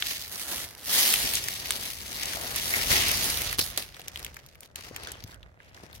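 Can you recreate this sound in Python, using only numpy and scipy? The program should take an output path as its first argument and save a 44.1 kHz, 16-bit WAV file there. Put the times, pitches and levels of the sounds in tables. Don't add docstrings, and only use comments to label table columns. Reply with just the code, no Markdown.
import sys
import numpy as np
from scipy import signal
from scipy.fft import rfft, irfft
from scipy.io import wavfile
from scipy.ndimage import map_coordinates

SR = 44100
rng = np.random.default_rng(int(sys.argv[2]) if len(sys.argv) > 2 else 0)


def bounce(signal):
    frames = np.transpose(np.atleast_2d(signal))
    limited = np.clip(frames, -1, 1)
    pcm = np.round(limited * 32767).astype(np.int16)
    wavfile.write(sys.argv[1], SR, pcm)


N = 264600
TIME = np.arange(N) / SR


def from_db(db):
    return 10 ** (np.asarray(db) / 20)


def unit_rms(x):
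    return x / np.sqrt(np.mean(x ** 2) + 1e-20)


def automation(rows):
    times, *columns = np.transpose(rows)
    return [np.interp(TIME, times, column) for column in columns]


def over_spectrum(points):
    hz, value = np.transpose(points)
    bins_hz = np.fft.rfftfreq(N, 1 / SR)
    return np.interp(np.log(np.maximum(bins_hz, 1)), np.log(hz), value)


def equalise(x, eq):
    return irfft(rfft(x) * from_db(over_spectrum(eq)), N)


def band(x, low_hz, high_hz, order=2):
    sos = signal.butter(order, [low_hz, min(high_hz, .48 * SR)], "band", fs=SR, output="sos")
    return signal.sosfilt(sos, x + 1e-18)


def ring(clicks, hz, t60):
    decay, step = from_db(-60 / (t60 * SR)), 2 * np.pi * hz / SR
    return signal.lfilter([0, np.sin(step)], [1, -2 * decay * np.cos(step), decay ** 2], clicks + 1e-18)


def pan(pan_db):
    gains = from_db(np.array([np.atleast_1d(pan_db), -np.atleast_1d(pan_db)]) / 2)
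    return gains / np.sqrt(np.mean(gains ** 2, axis=0))


def at_microphones(x, lag_ms):
    lagged = np.arange(len(x)) - np.round(lag_ms * SR / 1000).astype(int)
    return np.array([x, x[np.clip(lagged, 0, len(x) - 1)]])


def echo_spray(x, fade_s):
    t = TIME[:SR // 25]
    spray = rng.standard_normal((2, len(t))) * (np.exp(-t / fade_s) - np.exp(-t / (0.38 * fade_s)))
    spray /= np.sqrt(np.sum(spray ** 2, axis=1, keepdims=True))
    return signal.fftconvolve(x[None], spray, axes=1)[:, :len(x)]


def buckles(per_s, spread_db):
    sizes = from_db(spread_db * np.minimum(rng.exponential(1, N), 4.5)) * rng.choice([-1, 1], N)
    chance = np.clip(per_s / SR, 1e-5, 1)
    return unit_rms(sizes) * (rng.random(N) < chance) / np.sqrt(chance)


def stroke(start_s, length_s):
    return np.sin(np.pi * np.sqrt(np.clip((TIME - start_s) / length_s, 0, 1)))


# frequency in Hz, relative gain in dB.
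OUTDOOR_EQ = [(24, -44), (40, -24), (80, 11), (263, -15), (627, -1.5), (1230, -63), (3470, -26),
              (4910, -40), (7130, -34), (15000, -42.5)]
# frequency in Hz, left-right correlation (0 wide, 1 mono).
OUTDOOR_CORRELATION = [(60, 0.11), (300, 0.91), (700, 0.25), (1400, 0.052), (16000, 0.2)]


def outdoors(level_db=-60):
    mid, side = rfft(rng.standard_normal((2, N)))
    alike = over_spectrum(OUTDOOR_CORRELATION)
    air = irfft(np.sqrt(1 + alike) * mid + np.sqrt(1 - alike) * side * [[1], [-1]], N)
    return from_db(level_db) * unit_rms(equalise(air, OUTDOOR_EQ))


# time in seconds, level in dB before trim, pan in dB.
STIRRED_AIR = [(0.0, -52.5, -2), (0.455, -59.5, -1), (0.62, -49, -1), (0.785, -67, -2.5), (0.895, -54, 0.5),
               (1.115, -55, -1), (1.225, -46.5, 1.5), (1.72, -53, 1.5), (2.765, -47.0, 4.0),
               (2.875, -38.5, 4), (3.59, -45.0, 1), (3.975, -57.5, 3.0), (4.305, -51.5, 0.5),
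               (4.58, -63, 0.5), (4.965, -51, 3), (5.46, -54.5, -8), (5.57, -67.5, -2.5),
               (5.995, -50.5, 5.5)]


def draught(width=0.45, trim_db=0.5):
    level_db, pan_db = automation(STIRRED_AIR)
    air = rng.standard_normal(N) + width * rng.standard_normal((2, N))
    rumble = band(band(air, 35, 194, order=4), 35, 87, order=1)
    return from_db(level_db + trim_db) * unit_rms(rumble) * pan(pan_db)


# start in seconds, level in dB, pitch in Hz, seconds to fall 60 dB.
SLACK_FLAPS = [(1.242, -23, 80, 0.025), (1.247, -31, 270, 0.035), (2.907, -15, 76, 0.036),
               (2.917, -28.5, 163, 0.068), (3.585, -26, 84, 0.065), (3.589, -35, 201, 0.1),
               (3.591, -42, 586, 0.036), (3.777, -30, 636, 0.032), (3.995, -38, 726, 0.025),
               (4.911, -35, 466, .024), (5.238, -36, 99, 0.098), (5.243, -40, 239, 0.034),
               (5.427, -44, 77.6, 0.21), (5.836, -32.5, 353, 0.018)]


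def flaps():
    out, t = np.zeros((2, N + SR)), TIME[:SR // 4]
    for start_s, level_db, hz, t60 in SLACK_FLAPS:
        noise = rng.standard_normal((2, len(t))) + rng.standard_normal(len(t))
        flutter = unit_rms(band(noise, .5 * hz, 1.07 * hz))
        pop = (np.sin(2 * np.pi * hz * t) + flutter) * from_db(-60 * t / t60)
        at = round(start_s * SR)
        out[:, at:at + len(t)] += from_db(level_db) * pop
    return out[:, :N] * pan(1.8)


# start in seconds, length in seconds, level in dB, pitch in Hz, bandwidth in Hz.
FOLD_RUBS = [(0.49, 0.072, -44, 770, 400), (2.34, 0.2, -46, 690, 220), (2.712, 0.11, -31.5, 2030, 503),
             (2.92, 0.11, -30.5, 2060, 402), (3.592, 0.068, -34, 4650, 1500), (4.99, 0.12, -52, 555, 250),
             (5.07, 0.042, -41, 1590, 450), (5.068, 0.15, -50.5, 3240, 696),
             (5.324, 0.069, -53.5, 1600, 453), (5.587, 0.19, -59, 2530, 1300)]


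def rubs(slips_per_s=2500):
    slips = at_microphones(buckles(slips_per_s, spread_db=10.5), lag_ms=0.24)
    slips += 0.74 * rng.standard_normal((2, N))
    out = 0
    for start_s, length_s, level_db, hz, width_hz in FOLD_RUBS:
        hollow = unit_rms(band(slips, hz - width_hz / 2, hz + width_hz / 2))
        out += from_db(level_db) * stroke(start_s, length_s) * hollow
    return out


# start in seconds, level in dB, ring pitch in Hz,
# sharpness (crack over ring, before the crack boost) in dB, lag of the right microphone in ms.
CREASE_SNAPS = [(0.0238, -21, 3300, -22, .05), (0.0691, -28, 5300, -7, .09), (0.581, -33, 3500, -4, -.1),
                (.9305, -24, 5000, -4, .09), (1.1394, -14.5, 3600, -3, .09), (1.3372, -24, 4500, -6, .43),
                (1.3541, -20, 10000, -1.5, .43), (1.3709, -29, 3000, -5, .41),
                (1.4398, -31, 9700, -1.5, .45), (1.485, -23, 3400, -4, .45), (1.6576, -30, 4000, -7, .41),
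                (1.7069, -18.5, 4000, -5, .02), (1.7211, -28, 5700, -8, .36), (1.9034, -33, 2200, -6, .41),
                (2.2323, -25.5, 4200, -6, .48), (2.257, -29, 10000, -1.5, .45), (2.335, -30, 2200, -5, .45),
                (2.5606, -24, 11800, -3, .25), (2.8323, -26, 4400, -9, .48), (2.917, -19, 2300, -6, .57),
                (2.9669, -23, 4500, -6, .48), (3.0838, -22, 6000, -3, .14),
                (3.1155, -21, 12000, -1.5, -.29), (3.243, -24, 4500, -5, -.2),
                (3.3009, -24, 10600, -2.5, .48), (3.3733, -24, 6000, -3, -.29), (3.419, -25, 4300, -5, .36),
                (3.5281, -25, 2200, -8, .32), (3.7017, -35, 12000, -1.5, .05), (3.776, -20, 4700, -4, -.61),
                (3.8243, -33, 4700, -7, .41), (3.9449, -43, 3600, -20, .02), (3.9669, -43, 2100, -10, .36),
                (3.9954, -40, 4100, -6, .14), (4.016, -45, 3500, -6, .3), (4.0821, -30, 4100, -4, .2),
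                (4.1588, -31, 3400, -17, .34), (4.174, -37, 4800, -3, .36), (4.1939, -38, 4200, -7, .36),
                (4.2282, -39, 5700, -12, .36), (4.2473, -30, 4100, -4, .41), (4.2646, -36, 2900, -15, .43),
                (4.3679, -37, 2300, -13, .54), (4.3439, -44, 4000, -5, .36), (4.4633, -46, 6300, -9, -.07),
                (4.5548, -49, 2900, -12, .09), (4.6066, -41, 11300, -3, .41), (4.6322, -45, 3400, -12, .34),
                (4.7582, -31, 4600, -5, .41), (4.9631, -31, 3300, -8, .43), (5.0349, -38, 4800, -3, .39),
                (5.0725, -36, 3400, -14, -.2), (5.1186, -34, 8700, -5, .41), (5.239, -38, 6500, -8, .48),
                (5.344, -47, 3000, -8, .4), (5.4299, -46, 3400, -23, .32), (5.6029, -46, 1800, -31, -.41),
                (5.7754, -46, 1700, -24, -.39), (5.9296, -44, 4400, -8, .2)]


def snaps(crack_boost_db=9.0, ring_cycles=8.0, early_db=-3.5, tail_db=-8.5):
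    out, size = np.zeros((2, N + SR)), SR // 20
    lead = SR // 1000
    click = signal.unit_impulse(size)
    for start_s, level_db, hz, sharp_db, lag_ms in CREASE_SNAPS:
        kink = 3 * click + rng.standard_normal(size) * np.exp(-TIME[:size] / .0002)
        crack = unit_rms(band(kink, min(.5 * hz, 3000), 16000))
        facet = unit_rms(band(ring(click, hz, ring_cycles / hz), .45 * hz, 1.6 * hz))
        snap = np.pad(facet + from_db(sharp_db + crack_boost_db) * crack, (lead, 0))
        early = from_db(early_db) * echo_spray(snap, fade_s=.0012)
        tail = from_db(tail_db) * echo_spray(snap, fade_s=.0039)
        heard = at_microphones(snap, lag_ms) + early + tail
        heard /= np.std(heard[:, :4 * lead])
        nearer = pan(4 * lag_ms)
        at = max(round(start_s * SR) - lead, 0)
        out[:, at:at + len(snap)] += from_db(level_db) * nearer * heard
    return out[:, :N]


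def wrinkles(per_s, lag_ms, ring_cycles=4.9, scatter_s=.0013, scatter_db=5.5, hiss_db=-4.0):
    direct = 0
    for hz in np.geomspace(1500, 15000, num=20):
        clicks = buckles(per_s / 20, spread_db=4.0)
        facet = unit_rms(ring(clicks, hz, ring_cycles / hz))
        direct += clicks + 0.3 * np.sqrt(hz / 6000) * facet
    direct = unit_rms(direct)
    decay = np.exp(-1 / (scatter_s * SR))
    tail_envelope = np.sqrt(signal.lfilter([1 - decay], [1, -decay], direct ** 2))
    echoes = from_db(scatter_db) * tail_envelope * rng.standard_normal((2, N))
    hiss = from_db(hiss_db) * rng.standard_normal((2, N))
    return unit_rms(at_microphones(direct, lag_ms) + echoes + hiss)


# frequency in Hz, relative gain in dB.
FILM_EQ = [(88, -34.5), (150, -7.5), (193, -3), (346, -3.5), (595, -5), (668, -3), (1020, -6), (1570, -4),
           (1980, -0.5), (2600, -1), (4560, 1), (6230, -2), (7410, -9), (11100, -0.5), (15500, -5.5)]


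def film_tone(x):
    return equalise(x, FILM_EQ)


# start in seconds, level in dB, decay time constant in seconds, pan in dB.
CREASE_CRUNCHES = [(0.11, -25.5, 0.011, 0), (2.562, -26, 0.008, -8), (2.914, -52, 0.0061, 10),
                   (3.585, -21.5, 0.0053, 0), (3.591, -15.5, 0.0073, 0), (3.61, -28, 0.011, -6),
                   (3.775, -28, 0.034, -0.5), (4.76, -51, 0.0065, -13)]


def crunches():
    grains = unit_rms(band(film_tone(wrinkles(per_s=5000, lag_ms=.2)), 170, 17000))
    envelope = 0
    for start_s, level_db, fade_s, pan_db in CREASE_CRUNCHES:
        burst = (TIME >= start_s) * np.exp(-np.abs(TIME - start_s) / fade_s)
        envelope += from_db(level_db) * pan(pan_db) * burst
    return grains * envelope


def stray_ticks(lag_ms):
    ticks = buckles(per_s=70, spread_db=2.5)
    return unit_rms(at_microphones(ticks, lag_ms) + echo_spray(ticks, fade_s=.0006))


def shifting_folds(x, depth_db=1.57, patch_hz=1100, patch_s=0.032):
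    hz, times, frames = signal.stft(x, SR, nperseg=256)
    grid = np.meshgrid(hz / patch_hz, times / patch_s, indexing="ij")
    patches = map_coordinates(rng.standard_normal((200, 1500)), grid, order=1, mode="mirror")
    return signal.istft(frames * from_db(depth_db * patches), SR)[1][:, :N]


def surges(per_s=70, depth_db=0.55):
    knots = rng.standard_normal(4000)
    wander = unit_rms(np.interp(TIME * per_s, np.arange(len(knots)), knots))
    return from_db(depth_db * wander)


# time in seconds, then
# levels in dB before trim for the crackle, the sheen of the finest wrinkles and the broad folds.
BRUSH_SWEEP = [(0.0, -40.5, -43.5, -50.5), (0.09, -34.5, -40, -50.5), (0.27, -46, -49, -56),
               (0.345, -41.5, -42, -50.0), (0.45, -41.5, -43.5, -51), (0.525, -36, -36.5, -41.5),
               (0.645, -39.5, -43.5, -48.5), (0.675, -47.5, -52, -52), (0.76, -56, -59, -57.5)]
PUSH_SWEEP = [(0.78, -53.5, -54, -58.5), (0.856, -46, -46.5, -53), (0.898, -31.5, -33, -41.5),
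              (0.975, -23.5, -25.5, -37.5), (1.321, -34, -37.5, -43.5), (1.35, -29.5, -33, -44.0),
              (1.395, -36.5, -41.5, -47.5), (1.59, -40.5, -44.5, -49.5), (1.62, -39, -46, -47),
              (1.86, -38, -41.0, -46), (1.99, -45, -49.5, -57)]
DRAW_SWEEP = [(2.01, -43.5, -47.5, -52), (2.326, -36.0, -42.5, -42.5), (2.385, -40.5, -43.5, -43.5),
              (2.535, -38.5, -42.0, -43), (2.565, -34.5, -41, -43.5), (2.625, -36.5, -40, -46.5),
              (2.775, -31.0, -32, -36), (2.805, -32, -38.5, -39), (2.881, -33.5, -37, -41.5),
              (2.909, -22.5, -27, -31.5), (3.06, -29.5, -37, -38), (3.255, -30.5, -33.5, -39),
              (3.54, -38.5, -44.5, -45), (3.57, -46, -59, -54)]
# start in seconds, length in seconds,
# crackle in dB before trim, then sheen and folds in dB relative to that.
SETTLING_SLIDES = [(3.573, 0.17, -39, 0, -9.5), (3.64, 0.3, -46.5, -8, -5), (3.877, 0.78, -53.5, -10, -3),
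                   (4.153, 0.19, -56, -6, 4), (4.617, 0.067, -54, -6.5, -7),
                   (4.754, 0.11, -48.5, -10, -3.5), (4.837, 0.088, -45.5, -9.5, -5.5),
                   (4.916, 0.38, -49, -12.5, 1.2), (5.255, .13, -55.5, -8.5, 0), (5.609, 0.21, -67, -9, 3),
                   (5.723, 0.39, -57.5, -12.5, 1), (5.94, 0.046, -50.5, -3.5, -19)]


def handling(rest_db=-72.5, fade_db_per_s=397):
    moves = [from_db(rest_db + np.array([[0], [-12.5], [9]]))]
    for sweep in BRUSH_SWEEP, PUSH_SWEEP, DRAW_SWEEP:
        outside_s = np.abs(TIME - np.clip(TIME, sweep[0][0], sweep[-1][0]))
        moves.append(from_db(np.array(automation(sweep)) - fade_db_per_s * outside_s))
    for start_s, length_s, level_db, sheen_db, fold_db in SETTLING_SLIDES:
        gains = from_db(level_db + np.array([[0], [sheen_db], [fold_db]]))
        moves.append(gains * stroke(start_s, length_s))
    return 10 * np.log10(sum(move ** 2 for move in moves))


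# time in seconds, pan in dB.
SHEET_PAN = [(0.0, -1.5), (0.6, -1), (2.37, 2.0), (2.74, -0.5), (2.82, 2.5), (3.63, -5), (3.79, -3),
             (4.55, -2), (4.85, 2.5), (5.78, 0.5), (5.85, 7), (6.0, -1)]
# time in seconds, lag of the right microphone in ms.
SHEET_LAG = [(0, -0.17), (.7, -0.082), (1.1, 0.23), (1.3, 0.47), (3.1, .46), (3.5, 0.3), (6, 0.57)]


def sliding_film(crowding=0.82, crackle_trim_db=0.25, sheen_trim_db=3.2, fold_trim_db=0.94):
    crackle_db, sheen_db, fold_db = handling()
    (pan_db,), (lag_ms,) = automation(SHEET_PAN), automation(SHEET_LAG)
    _, fold_pan_db = automation(STIRRED_AIR)
    per_s = 4000 * from_db(crowding * (crackle_db + 35.0))
    crinkle = wrinkles(per_s, lag_ms) + .25 * stray_ticks(lag_ms)
    grains = shifting_folds(film_tone(crinkle))
    coarse_gain = from_db(-.6 * np.clip(sheen_db - crackle_db + 2.5, -6, 8))
    mids = coarse_gain * band(grains, 1720, 2960, order=3) + band(grains, 2970, 7900, order=3)
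    crackle = from_db(crackle_db + crackle_trim_db) * mids / np.std(band(grains, 1600, 5620))
    sheen = from_db(sheen_db + sheen_trim_db) * unit_rms(band(grains, 7770, 17000, order=4))
    flexing = at_microphones(buckles(per_s, spread_db=3.0), .5 * lag_ms)
    flexing += 0.68 * rng.standard_normal((2, N))
    folds = from_db(fold_db + fold_trim_db) * unit_rms(band(film_tone(flexing), 170, 1780, order=4))
    return surges() * ((crackle + sheen) * pan(pan_db) + folds * pan(fold_pan_db))


def scene():
    return sliding_film() + rubs() + snaps() + crunches() + flaps() + draught() + outdoors()


def record(dry):
    low_cut_hz, ceiling, high_cut_hz = 36, .85, 15900
    lean = signal.sosfilt(signal.butter(3, low_cut_hz, "high", fs=SR, output="sos"), dry)
    rounded = ceiling * np.tanh(lean / ceiling)
    return signal.sosfilt(signal.ellip(10, .2, 80, high_cut_hz, fs=SR, output="sos"), rounded)


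dry = scene()
out = record(dry)
bounce(out)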